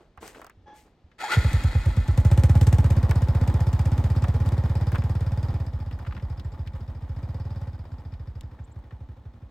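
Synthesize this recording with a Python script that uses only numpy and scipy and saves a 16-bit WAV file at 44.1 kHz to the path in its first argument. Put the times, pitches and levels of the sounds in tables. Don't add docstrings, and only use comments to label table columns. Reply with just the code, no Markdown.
import sys
import numpy as np
from scipy import signal
from scipy.fft import rfft, irfft
from scipy.io import wavfile

SR = 44100
rng = np.random.default_rng(int(sys.argv[2]) if len(sys.argv) > 2 else 0)


def inscribe(sig):
    pcm = np.round(np.clip(np.atleast_2d(sig).T, -1, 1) * 32767)
    wavfile.write(sys.argv[1], SR, pcm.astype(np.int16))


N = 418950
TIME, FREQS = np.arange(N) / SR, np.maximum(np.arange(N // 2 + 1) * SR / N, 1)

# frequency in Hz, width in Hz, lift in dB.
PIPE_MODES = [(341.4, 23, 9.5), (457, 31, 7.5), (547, 58, 11.5), (843, 71, 11.5)]
# frequency in Hz, relative level in dB.
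HISS_SPECTRUM = [(800, -15), (2000, 9.5), (3500, 1.5), (5200, 1), (6500, 2.5), (8500, 4.5), (12000, 0.5),
                 (16000, -6.5)]
# frequency in Hz, relative level in dB.
RUSTLE_SPECTRUM = [(47, -59), (80, -20), (212, -5.5), (333, 0), (838, -7), (1100, -9.5), (3130, -23),
                   (6000, -33), (7800, -41), (13200, -120)]


def from_db(db):
    return np.exp(np.asarray(db) * (np.log(10) / 20))


def rms_one(x):
    return x / np.sqrt(np.mean(x ** 2) + 1e-20)


def in_time(rows):
    s, *columns = np.transpose(rows)
    return [np.interp(TIME, s, c) for c in columns]


def during(start, end, fade):
    return np.clip(1 + np.minimum(TIME - start, end - TIME) / fade, 0, 1)


def swell(start, end, rise, fall_db_per_s):
    return np.clip((TIME - start) / rise, 0, 1) * from_db(-fall_db_per_s * np.maximum(TIME - end, 0))


def at_hz(points):
    hz, value = np.transpose(points)
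    return np.interp(np.log(FREQS), np.log(hz), value)


def humps(modes):
    return sum(db / (1 + (2 * (FREQS - hz) / width) ** 2) for hz, width, db in modes)


def drift(rate):
    knots = rng.standard_normal(int(N / SR * rate) + 2)
    return rms_one(np.interp(TIME * rate, np.arange(len(knots)), knots))


def noise(spectrum, modes=(), grain_db=0):
    # frequency in Hz, correlation.
    likeness = [(100, .99), (500, .95), (1000, .82), (2000, .72), (4000, .65), (8000, .85)]
    alike = np.clip(at_hz(likeness), 0, 1)
    mid, side = rfft(rng.standard_normal((2, N)) * from_db(grain_db * np.clip(drift(900), -2.5, 2.5)))
    pair = np.sqrt(1 + alike) * mid + np.sqrt(1 - alike) * side * [[1], [-1]]
    return rms_one(irfft(pair * from_db(at_hz(spectrum) + humps(modes)), N))


def resonate(x, kind, hz, q):
    w = 2 * np.pi * hz
    top = {"low": [w * w], "band": [w / q, 0]}[kind]
    return signal.lfilter(*signal.bilinear(top, [1, w / q, w * w], SR), x + 1e-18)


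def ring(clicks, hz, t60):
    r, w = from_db(-60 / (t60 * SR)), 2 * np.pi * hz / SR
    return signal.lfilter([0, np.sin(w)], [1, -2 * r * np.cos(w), r * r], clicks + 1e-18)


def bursts(clicks, rise, decay):
    up, down = np.exp(-1 / (rise * SR)), np.exp(-1 / (decay * SR))
    return signal.lfilter([1 - up], [1, -up - down, up * down], clicks + 1e-18)


def stroke(cycles, share):
    return np.diff(np.floor(cycles - share), prepend=np.floor(cycles[0] - share)) * (cycles > 0)


def knocks(rows, decay, q, snap_decay):
    out, grit = np.zeros((2, N)), noise([(100, 0), (16000, 0)], grain_db=1.0)
    for s, peak_db, hz, snap_db in rows:
        i = int(s * SR)
        piece = grit[:, i:i + SR // 10]
        age = TIME[:piece.shape[1]]
        body = resonate(piece * np.exp(-age / decay), "band", hz, q)
        body = resonate(body, "low", 2 * hz, 0.64)
        snap = piece * np.exp(-age / snap_decay) * from_db(snap_db)
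        out[:, i:i + len(age)] += body / np.abs(body).max() * from_db(peak_db) + snap
    return out


def field_air():
    # frequency in Hz, relative level in dB.
    spectrum = [(20, -14), (45, 2), (85, -5.5), (200, -9), (750, -19), (1200, -26), (4000, -34.5),
                (8300, -48.5), (16000, -56)]
    return from_db(-60.5) * noise(spectrum)


def bird(chirp_s=0.021, spacing_s=0.075, start_hz=6730, end_hz=8100):
    # start of a pair in seconds, level in dB.
    calls = [(6.44, -65), (7.915, -72), (8.638, -62)]
    out, along = np.zeros(N), np.linspace(0, 1, int(chirp_s * SR))
    wobble = 1 + 0.022 * drift(480)
    for s, db in calls:
        for start in (s, s + spacing_s):
            span = int(start * SR) + np.arange(len(along))
            hz = (start_hz + (end_hz - start_hz) * along) * wobble[span]
            out[span] += from_db(db) * np.sin(np.pi * along) * np.sin(2 * np.pi * np.cumsum(hz) / SR)
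    return out


def clothes():
    # start and end in seconds, rustle level in dB, swish level in dB.
    shifts = [(-.02, 0.013, -56, -74), (0.201, 0.288, -46, -50.5), (0.335, 0.399, -50.5, -65),
              (0.735, 0.792, -65, -58), (.84, 0.857, -58, -87)]
    rustle, swish = noise(RUSTLE_SPECTRUM, grain_db=3.5), noise(HISS_SPECTRUM, grain_db=2.0)
    return sum(swell(start, end, rise=0.031, fall_db_per_s=222)
               * (from_db(rustle_db) * rustle + from_db(swish_db) * swish)
               for start, end, rustle_db, swish_db in shifts)


def low_thumps():
    # start in seconds, pitch in Hz, level in dB.
    thumps = [(0.179, 72, -43.5), (0.572, 93, -46), (.64, 85, -48.5), (1.041, 79, -44.5)]
    out = np.zeros(N)
    for s, hz, db in thumps:
        push = 1.0 * (np.arange(N) == int(s * SR))
        out += from_db(db) * resonate(ring(push, hz, t60=0.18), "low", 2 * hz, 0.98)
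    return out


def electric_whine(hz=842):
    # harmonic number, relative level in dB.
    partials = [(1, 4), (2, -8), (3, -32), (4, -16), (6, -33), (7, -26)]
    phase = 2 * np.pi * np.cumsum(hz * (1 + 0.017 * drift(370))) / SR
    tone = rms_one(sum(from_db(db) * np.sin(k * phase) for k, db in partials))
    whine = tone + from_db(-5.5) * noise(RUSTLE_SPECTRUM, grain_db=3.5)
    return whine * from_db(-49.5) * swell(0.657, 0.731, rise=0.018, fall_db_per_s=200)


def controls():
    # start in seconds, body peak in dB, centre in Hz, snap level in dB.
    clicks = [(0.175, -35, 1010, -57), (0.229, -36, 990, -54), (0.278, -42, 1200, -36),
              (0.347, -37, 1590, -55), (0.416, -33.5, 1130, -45), (0.445, -37.5, 1010, -44),
              (0.466, -42, 1050, -41), (0.497, -38.5, 1500, -48), (1.115, -51, 1940, -74)]
    return knocks(clicks, decay=0.011, q=1.6, snap_decay=0.0022)


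def tyres(patch_s=(6.01, 6.2), count=9):
    # start in seconds, body peak in dB, centre in Hz, snap level in dB.
    stones = [(3.1111, -20, 1500, -22), (4.2413, -24, 1240, -34), (4.4901, -48, 1400, -31),
              (4.9194, -30, 1500, -31.5), (4.948, -25, 1293, -40), (4.956, -25, 1280, -32),
              (5.0212, -29.5, 1400, -43), (5.911, -37.5, 2300, -47), (5.9897, -38, 1293, -40),
              (6.0676, -33, 1300, -48), (6.3967, -40, 3300, -41), (6.6735, -37.5, 2510, -43),
              (8.138, -47, 2600, -52), (8.41, -46, 3640, -37), (8.589, -44.5, 1260, -62),
              (8.9085, -42.5, 1240, -62)]
    times, sizes = rng.uniform(*patch_s, count), rng.standard_normal(count)
    gravel = [(s, -41.5 + 5.5 * size, 1770 * 2 ** (-0.4 * size), -58) for s, size in zip(times, sizes)]
    return knocks(list(stones) + gravel, decay=0.0058, q=1.5, snap_decay=0.00068)


def starter(on_s=1.181, off_s=1.402):
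    # time in seconds, mesh frequency in Hz, level in dB.
    gear = [(1.19, 606, -76), (1.241, 812, -27), (1.28, 847, -42), (1.305, 1343, -37), (1.336, 1430, -27),
            (1.37, 1320, -49), (1.421, 1307, -78)]
    # frequency in Hz, relative level in dB.
    spectrum = [(150, -11.5), (400, 4), (700, 1), (1100, -1.5), (2000, 5), (2900, -5), (4300, -0.5),
                (5800, -12), (8500, -9), (12000, -13), (16000, -26)]
    # frequency in Hz, width in Hz, lift in dB.
    housing = [(864, 76, 14), (1320, 52, 14), (1430, 81, 13), (1790, 41, 11), (1995, 66, 8.5),
               (2115, 110, 6), (2500, 34, 12.5), (3300, 120, 10.5), (3790, 60, 5), (6870, 67, 15.5)]
    hz, mesh_db = in_time(gear)
    phase = 2 * np.pi * np.cumsum(hz * (1 + 0.0507 * drift(500))) / SR
    mesh = rms_one(np.sin(phase) + 0.24 * np.sin(2 * phase) + 0.061 * np.sin(3 * phase))
    growl = mesh * from_db(mesh_db + 2 * drift(300)) * during(gear[0][0], gear[-1][0], 0.01)
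    strain = np.exp(-((TIME - 1.332) / 0.03) ** 2)
    effort = from_db(-35 + 10.5 * strain) * swell(on_s, off_s, rise=0.035, fall_db_per_s=18.5)
    return growl + effort * noise(spectrum, housing, grain_db=2.5)


def outlet_chuff(fired, puff_db):
    # frequency in Hz, relative level in dB.
    spectrum = [(3000, -18), (4200, -8.5), (4850, 3), (5400, -3), (6300, -36)]
    chuffs = fired * from_db(0.84 * puff_db - 44 + 2 * drift(20)) * during(3.1, 8.16, 0.6)
    return bursts(chuffs, rise=0.00058, decay=0.022) * noise(spectrum)


def metal_clack(fired, puff_db):
    # frequency in Hz, level relative to the puff in dB, seconds to fall by 60 dB.
    modes = [(843, -40, 0.14), (1390, -39, 0.037), (1836, -36, 0.045), (2395, -42, 0.078),
             (2530, -61.5, 0.027), (3564, -40, 0.032), (4080, -57, 0.014), (5080, -49.5, 0.025),
             (5080, -54, 0.027), (5600, -50, 0.041)]
    return sum(ring(fired * from_db(puff_db + db + 2 * drift(40)), hz, t60) for hz, db, t60 in modes)


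def valve_hiss(cycles):
    cracks = (stroke(cycles, 0.96) + 0.24 * stroke(cycles, 0.27)) * from_db(3.04 * drift(30))
    spit = bursts(cracks, rise=0.00063, decay=0.0059)
    tail = 0.071 * bursts(cracks, rise=0.002, decay=0.038)
    return rms_one(spit + tail + 0.013 * (cycles > 0)) * noise(HISS_SPECTRUM, grain_db=2.5)


def valve_clatter(cycles, fired):
    # frequency in Hz, relative level in dB.
    spectrum = [(120, 7), (250, 10.5), (420, -4.5), (700, -0.5), (1100, -3), (1600, -12), (2200, -17),
                (2900, -20), (3700, -20.5), (5000, -31.5), (8000, -31.5), (16000, -30)]
    # frequency in Hz, width in Hz, gain in dB.
    casing = [(514, 65, 4.5), (859, 58, 7), (1400, 41, -1), (1870, 220, 5), (2680, 87, -16)]
    seats = sum(stroke(cycles, share) for share in (0.24, 0.34, 0.79)) * from_db(5.04 * drift(60))
    beat = rms_one(1 + 0.53 * bursts(seats, 0.00037, 0.015) + 0.58 * bursts(fired, 0.00073, 0.0037))
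    return beat * noise(spectrum, casing, grain_db=2.0)


def pipe_rasp(puffs):
    # frequency in Hz, relative level in dB.
    spectrum = [(120, -12), (220, 9.5), (330, -6), (430, -6), (550, -7.5), (680, -11), (900, -12),
                (1500, -11.5), (3000, -24.5), (8000, -37)]
    return from_db(-22) * bursts(puffs, rise=0.0015, decay=0.019) * noise(spectrum, PIPE_MODES)


def sinking_booms(puffs, lag_hz=30, order=17):
    # frequency in Hz, relative level in dB.
    spectrum = [(12, -58), (25, -65), (39, -9.5), (50, -12), (64, -2), (82, 2.5), (118, 0.5), (160, -12.5),
                (205, -19), (260, -36), (420, -39), (800, -44), (1500, -55), (4000, -76)]
    bass_delay = ((1 - 1j * FREQS / lag_hz) / (1 + 1j * FREQS / lag_hz)) ** order
    response = from_db(at_hz(spectrum) + humps(PIPE_MODES)) * bass_delay
    return irfft(rfft(puffs) * response, N) / np.abs(irfft(response, N)).max()


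def exhaust_putts(puffs, cycles, shut, puff_db, boom_hz=51):
    soft = 1.18 * resonate(puffs * shut, "low", 305, 0.3)
    boom = from_db(1.5) * resonate(soft, "band", boom_hz, 3.7)
    intake = stroke(cycles, 0.2654) * shut * from_db(puff_db - 13 + 2 * drift(28))
    gulps = resonate(intake, "low", 120, 0.61)
    return sinking_booms(puffs * (1 - shut) + soft + boom - gulps)


def lean_firings(cycles):
    spells = [(5.97, 6.18), (6.36, 7.07), (7.84, 8.02), (8.5, 9.5)]
    parity = np.round(cycles).astype(int) % 2
    return sum((TIME > start) & (TIME < end) & (parity == np.ceil(cycles[int(start * SR)]) % 2)
               for start, end in spells)


def engine(idle_per_s=13.55, loaded_opening=0.66, roll_off_s=2.89):
    # time in seconds, firings per second.
    speed = [(1.368, 13.917), (1.578, 9.243), (2.092, 8.884), (2.243, 14.925), (2.391, 16.766),
             (2.747, 17.517), (2.975, 15.765), (3.451, 15.56), (5.478, 18.273), (5.741, 13.922),
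             (5.848, 16.957), (6.025, 12.839), (6.544, 13.93), (7.15, 14.002), (7.329, 18.429),
             (7.491, 18.767), (8.301, 12.441), (9.5, 11.884)]
    # time in seconds, distance from the microphone in metres.
    distance = [(2.7, 1.37), (3.2, 1.85), (4.3, 2.28), (5.1, 3.05), (5.7, 4.16), (7.0, 6.7), (7.7, 7.1),
                (8.5, 10.3), (9.5, 15.7)]
    # start and end in seconds, opening from 0 to 1.
    twists = [(1.36, 1.38, 0.65), (2.2, 2.758, 0.98), (2.75, 5.595, 0.64), (7.2, 7.66, 0.6)]
    per_s, = in_time(speed)
    metres, = in_time(distance)
    caught_s = speed[0][0]
    cycles = np.cumsum(per_s * (TIME >= caught_s)) / SR - 1e-9
    fired = stroke(cycles, 0)
    running = during(caught_s, TIME[-1], fade=0.025)
    rolling = during(roll_off_s, TIME[-1], fade=0.18)
    throttle = np.max([opening * during(start, end, fade=0.1) for start, end, opening in twists], axis=0)
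    shut = 1 - np.clip(throttle / loaded_opening, 0, 1)
    far_db = 20 * np.log10(metres[0] / metres)
    overrun_db = 0.84 * shut * np.maximum(per_s - idle_per_s, 0)
    puff_db = -10 + 3 * throttle + far_db - overrun_db
    lean_db = lean_firings(cycles) * (-6.5 + 4 * drift(30))
    uneven_db = shut * (0.14 + 0.81 * rolling) * drift(30)
    puffs = fired * from_db(puff_db + lean_db + uneven_db)
    putts = exhaust_putts(puffs, cycles, shut, puff_db)
    rasp = pipe_rasp(fired * from_db(puff_db + 0.2 * lean_db))
    chuff = outlet_chuff(fired, puff_db)
    clack = metal_clack(fired, puff_db)
    hiss = valve_hiss(cycles) * from_db(-53.5 + 7.5 * throttle + 2.02 * far_db)
    clatter = valve_clatter(cycles, fired) * from_db(-43 + 4 * throttle + 0.95 * far_db + 6 * rolling)
    return (putts + clatter) * running + rasp + chuff + clack + hiss


def scene():
    motorcycle = controls() + tyres() + engine() + starter() + electric_whine()
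    return motorcycle + clothes() + low_thumps() + bird() + field_air()


def record(dry, lead_samples=0.94, cutoff_hz=16200):
    # frequency in Hz, width in Hz, gain in dB.
    hollows = [(10200, 634, -29), (13400, 510, -22)]
    # frequency in Hz, left minus right in dB.
    balance = [(100, -0.66), (350, -0.2), (700, -0.5), (1300, 0.2), (2400, 1.5), (4600, 6), (8000, 0.5)]
    colour = from_db(humps(hollows) + at_hz(balance) * [[0.5], [-0.5]])
    delay = np.exp(-2j * np.pi * FREQS / SR * lead_samples * np.array([[0], [1]]))
    heard = irfft(rfft(dry) * colour * delay, N)
    return signal.sosfilt(signal.ellip(10, 0.2, 80, cutoff_hz, fs=SR, output="sos"), heard)


dry = scene()
out = record(dry)
inscribe(out)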